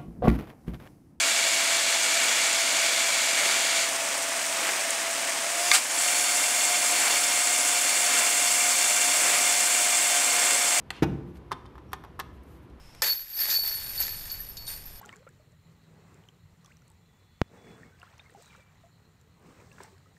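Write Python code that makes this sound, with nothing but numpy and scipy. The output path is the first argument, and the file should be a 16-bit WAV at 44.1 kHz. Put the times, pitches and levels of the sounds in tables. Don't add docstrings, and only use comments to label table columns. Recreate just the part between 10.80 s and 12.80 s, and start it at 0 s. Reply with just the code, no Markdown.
import sys
import numpy as np
from scipy import signal
from scipy.fft import irfft, next_fast_len
from scipy.io import wavfile

SR = 44100
rng = np.random.default_rng(int(sys.argv[2]) if len(sys.argv) > 2 else 0)


def unload_wav(signal):
    wavfile.write(
        sys.argv[1],
        SR,
        np.round(np.clip(np.atleast_2d(signal).T, -1, 1) * 32767).astype(np.int16),
    )


N = 88200

# f/Hz, density/dB
HOUSING_SPECTRUM = [(200, -5), (400, -3.5), (550, -19), (750, 8.5), (1150, 2), (1900, -0.5), (2400, -9.5),
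                    (3300, -8.5), (5500, -18), (7300, -24), (9400, -25.5), (10500, -34), (14000, -34.5)]


def amp(db):
    return 10 ** (np.asarray(db) / 20)


def unit_rms(x):
    return x / np.sqrt(np.mean(x ** 2) + 1e-20)


def lookup(table, hz):
    f, value = np.transpose(table)
    return np.interp(np.log(hz + 1), np.log(f + 1), value)


def add(mix, at_s, sound):
    part = mix[round(at_s * SR):][:len(sound)]
    part += sound[:len(part)]


def random_phases(count):
    return np.exp(2j * np.pi * rng.random(count))


def noise(spectrum):
    hz = np.fft.rfftfreq(N, 1 / SR)
    return unit_rms(irfft(amp(lookup(spectrum, hz)) * random_phases(len(hz)), N))


def noise_band(centre_hz, sigma_hz, size):
    hz = np.fft.rfftfreq(size, 1 / SR)
    band = np.exp(-((hz - centre_hz) / sigma_hz) ** 2 / 2)
    return irfft(band * random_phases(len(hz)), size)


def onset(t, rise_s):
    return 1 - np.exp(-(t / rise_s) ** 2)


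def ring(modes, rise_s, pitch=1):
    t = np.arange(SR) / SR
    partials = (amp(db - 60 * t / t60_s) * np.sin(2 * np.pi * hz * pitch * t) for hz, db, t60_s in modes)
    return onset(t, rise_s) * sum(partials)


def clatter(spectrum, t60_s, rise_s, tilt_db_oct=0):
    t = np.arange(next_fast_len(int(2 * t60_s * SR))) / SR
    hz = np.fft.rfftfreq(len(t), 1 / SR)
    envelope = onset(t, rise_s) * amp(-60 * t / t60_s)
    centres_hz = np.geomspace(50, 15000, 26)
    magnitude = amp(lookup(spectrum, hz) + tilt_db_oct * np.log2(hz + 1))
    magnitude /= np.linalg.norm(magnitude)
    phases, out = random_phases(len(hz)), 0
    for selector in np.eye(len(centres_hz)):
        band = magnitude * np.interp(hz, centres_hz, selector)
        burst = unit_rms(irfft(band * phases, len(t)) * envelope)
        out = out + np.sqrt(np.sum(band * magnitude)) * burst
    return unit_rms(out) * np.sqrt(np.mean(envelope ** 2))


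def friction(strokes, spectrum):
    out = np.zeros(N)
    for at_s, length_s, db in strokes:
        size = int(length_s * SR)
        add(out, at_s, amp(db) * np.sqrt(np.hanning(size)) * noise(spectrum)[:size])
    return out


def air():
    # f/Hz, density/dB
    spectrum = [(20, -18), (40, -10), (62, 6), (90, -1.5), (150, -4), (230, -9), (350, -7.5), (500, -18.5),
                (700, -20), (1050, -20.5), (1600, -27), (3000, -34.5), (5000, -43.5), (8000, -50.5),
                (14000, -50.5)]
    # f/Hz, level/dB
    tones = [(403, -71.5), (495, -68.5), (991, -71)]
    t = np.arange(N) / SR
    rumble = amp(-48.5) * noise(spectrum)
    hum = sum(amp(db) * unit_rms(np.sin(2 * np.pi * (hz * t + rng.random()))) for hz, db in tones)
    return rumble + hum


def click():
    # t/s, ring/dB, clatter/dB
    impact = (.1045, -24.5, -27.5)
    # f/Hz, level/dB, t60/s
    modes = [(780, -15, 0.087), (1840, -9, 0.025), (1963, -2, 0.023), (2603, -5, 0.036), (3500, -8, 0.013),
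             (4330, -2.5, 0.014), (7180, -9.5, 0.012), (8380, -7.5, 0.0078)]
    # f/Hz, density/dB
    spectrum = [(200, -28), (600, -1), (1200, 3), (2500, 2), (4200, -3.5), (5600, -15), (8500, -12.5),
                (10500, -17.5), (14000, -21)]
    at_s, ring_db, clatter_db = impact
    tone, snap = np.zeros(N), np.zeros(N)
    add(tone, at_s, amp(ring_db) * ring(modes, rise_s=0.0003))
    add(snap, at_s, amp(clatter_db) * clatter(spectrum, t60_s=0.035, rise_s=0.000088))
    return tone, snap


def scuff():
    # t/s, length/s, level/dB
    stroke = (.112, .11, -50)
    # f/Hz, density/dB
    spectrum = [(300, -3), (900, 2), (1500, -1), (2700, 2), (4500, -10), (7000, -18), (13500, -36)]
    return friction([stroke], spectrum)


def chinks():
    # t/s, level/dB
    jolts = [(.1655, -44.5), (0.7182, -41), (.7212, -39), (0.7258, -34), (0.7308, -47), (0.861, -50)]
    # f/Hz, level/dB, t60/s
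    modes = [(3140, -9, 0.069), (3580, -5.5, 0.044), (4190, -2.5, 0.013), (4600, -5.5, 0.016),
             (5190, -8.5, 0.024), (6100, -15, 0.018), (9140, -7, 0.011), (9600, -9, .009)]
    out = np.zeros(N)
    for at_s, db in jolts:
        add(out, at_s, amp(db) * ring(modes, rise_s=0.00046))
    return out


def rattle():
    # t/s, level/dB, tilt/(dB/oct)
    impacts = [(.2222, -31, -1), (.2252, -27.5, 0.5), (.2295, -23.5, 1), (.2342, -23, -2),
               (.2402, -30, -0.5)]
    # f/Hz, level/dB, t60/s
    modes = [(1470, 0, 0.086), (1680, -13, 0.081), (2250, 8.5, 0.12), (2500, -2, .09), (2800, -6, 0.083),
             (3330, -11, .08), (3510, -11.5, 0.093)]
    # f/Hz, density/dB
    spectrum = [(200, -19), (700, 7), (1000, 6), (1250, -3), (1500, 1), (2400, -4), (4000, -8.5),
                (6000, -11.5), (8000, -22.5), (13500, -21.5)]
    out = np.zeros(N)
    for at_s, db, tilt in impacts:
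        add(out, at_s, amp(db) * clatter(spectrum, t60_s=0.032, rise_s=0.00041, tilt_db_oct=tilt))
        add(out, at_s, amp(db - 16) * ring(modes, rise_s=0.00039))
    return out


def thump():
    # t/s, push/dB, push f/Hz, ring/dB
    landings = [(0.2252, -8, 285, -28.5), (0.2319, -11.5, 230, -43.5)]
    # f/Hz, level/dB, t60/s
    modes = [(69.7, 1, 0.59), (141.8, -3, 0.41), (181, -7, 0.37), (248, -3.5, 0.34), (319, 5, 0.17),
             (349.2, -1, 0.68), (446.6, -10.5, 0.35), (604, -10, 0.17), (797, -8, 0.11), (900, -14, 0.082),
             (1030, -16, 0.052)]
    # f/Hz, density/dB
    boom = [(40, -29), (85, -4), (160, 4), (300, 0), (450, -7), (600, -15.5), (1000, -21), (2000, -31.5),
            (5000, -54)]
    out, t = np.zeros(N), np.arange(N) / SR
    for at_s, push_db, push_hz, ring_db in landings:
        u = (np.pi * push_hz * (t - at_s)) ** 2
        out += amp(push_db) * (1 - 2 * u) * np.exp(-u)
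        lead_s = 1 / (4 * push_hz)
        add(out, at_s - lead_s, amp(ring_db) * ring(modes, rise_s=0.0013))
    add(out, landings[0][0], amp(-29) * clatter(boom, t60_s=0.65, rise_s=0.0073))
    return out


def brushes():
    # t/s, length/s, level/dB
    strokes = [(.45, 0.083, -72.5), (.53, 0.064, -66.5), (1.52, .07, -71.5), (1.63, 0.19, -66),
               (1.81, 0.055, -70.5)]
    # f/Hz, density/dB
    spectrum = [(500, -9), (2500, -1), (6000, -5.5), (9000, -4), (13500, 0)]
    return friction(strokes, spectrum)


def nails():
    # t/s, level/dB, tilt/(dB/oct)
    ticks = [(0.5553, -53, 2), (0.5689, -54.5, 5), (1.633, -52.5, 20.5), (1.898, -65, 8)]
    out = np.zeros(N)
    for at_s, db, tilt in ticks:
        tick = clatter(HOUSING_SPECTRUM, t60_s=0.046, rise_s=0.00034, tilt_db_oct=tilt)
        add(out, at_s, amp(db) * tick)
    return out


def knocks():
    # t/s, ring/dB, clatter/dB, tilt/(dB/oct), tip/dB, pitch ratio
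    contacts = [(0.7112, -29, -39, -5, -60, 1.14), (0.7164, -15.5, -32, 3.5, -42.5, 0.99),
                (.7212, -29, -32, -1, -48, 1), (.7262, -33, -33.5, -1.5, -56, 1.04),
                (0.8549, -38, -51, 1.5, -75, 0.82), (.954, -41, -50, -1, -63, 0.98),
                (0.9791, -37.5, -49.5, 0.5, -60.5, 1.03), (1.1185, -44.5, -54, 7, -74, 1),
                (1.131, -18.5, -29.5, 2.5, -27, 1.03), (1.2378, -36.5, -47, 1, -53, 1.05),
                (1.2476, -35.5, -47, -0.5, -51, 0.91), (1.3917, -23.5, -38.5, 2.5, -39, 1),
                (1.3979, -26.5, -27, 3, -28, 0.89), (1.403, -23, -41.5, -5.5, -52, 1.034)]
    # f/Hz, level/dB, t60/s
    modes = [(388, -18, 0.066), (789, -10.5, 0.03), (1046, 1.5, .02), (1183, -2, 0.023), (1748, -17, 0.041),
             (3175, -22, 0.031), (5490, -26.5, 0.03)]
    housing, tink = np.zeros(N), np.zeros(N)
    t, tip_t60_s = np.arange(2048) / SR, 0.0088
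    envelope = onset(t, rise_s=0.00049) * amp(-60 * t / tip_t60_s)
    envelope_rms = np.sqrt(np.mean(envelope ** 2))
    for at_s, ring_db, clatter_db, tilt, tip_db, pitch in contacts:
        tip = envelope * noise_band(centre_hz=12400, sigma_hz=1400, size=len(t))
        add(tink, at_s, amp(tip_db) * envelope_rms * unit_rms(tip))
        add(housing, at_s, amp(ring_db) * ring(modes, rise_s=0.0012, pitch=pitch))
        clack = clatter(HOUSING_SPECTRUM, t60_s=0.049, rise_s=0.00068, tilt_db_oct=tilt)
        add(housing, at_s, amp(clatter_db) * clack)
    return housing, tink


def squeaks():
    # t/s, length/s, f/Hz, level/dB
    turns = [(1.058, 0.1, 5590, -74), (1.207, .1, 5700, -78)]
    out = np.zeros(N)
    for at_s, length_s, hz, db in turns:
        size = int(length_s * SR)
        whistle = unit_rms(noise_band(hz, sigma_hz=91, size=N))
        add(out, at_s, amp(db) * np.sqrt(np.hanning(size)) * whistle[:size])
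    return out


def room(x):
    # f/Hz, t60/s
    decay = [(100, 0.87), (400, 0.99), (1200, 0.62), (3000, 0.54), (7000, 0.66), (14000, .33)]
    # f/Hz, level/dB
    spectrum = [(100, 13), (1000, 0), (3000, 0), (7000, -5.5), (14000, -2.5)]
    hz, t, frames = signal.stft(rng.standard_normal(SR), SR, nperseg=256)
    gain_db = lookup(spectrum, hz)[:, None] - 60 * t / lookup(decay, hz)[:, None]
    _, tail = signal.istft(frames * amp(gain_db), SR, nperseg=256)
    tail *= onset(np.arange(len(tail)) / SR, rise_s=0.0085)
    return signal.fftconvolve(x, tail / np.linalg.norm(tail))[:N]


def scene():
    bed = air() + brushes() + scuff()
    click_ring, click_snap = click()
    housing, tink = knocks()
    # signal, room send/dB
    contacts = [(click_ring, -16), (click_snap, -10), (thump(), -21), (rattle(), -14.5),
                (housing + nails(), -15.5), (tink, -22.5), (chinks() + squeaks(), -15)]
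    direct = sum(x for x, _ in contacts)
    send = sum(amp(db) * x for x, db in contacts)
    return (bed + direct + room(send))[None]


def record(dry):
    low_cut_hz, high_cut_hz = 35.6, 14150
    highpass = signal.butter(2, low_cut_hz, "high", fs=SR, output="sos")
    lowpass = signal.firwin(301, high_cut_hz, window=("kaiser", 7), fs=SR)
    return signal.oaconvolve(signal.sosfilt(highpass, dry), lowpass[None], "same")


dry = scene()
out = record(dry)
unload_wav(out)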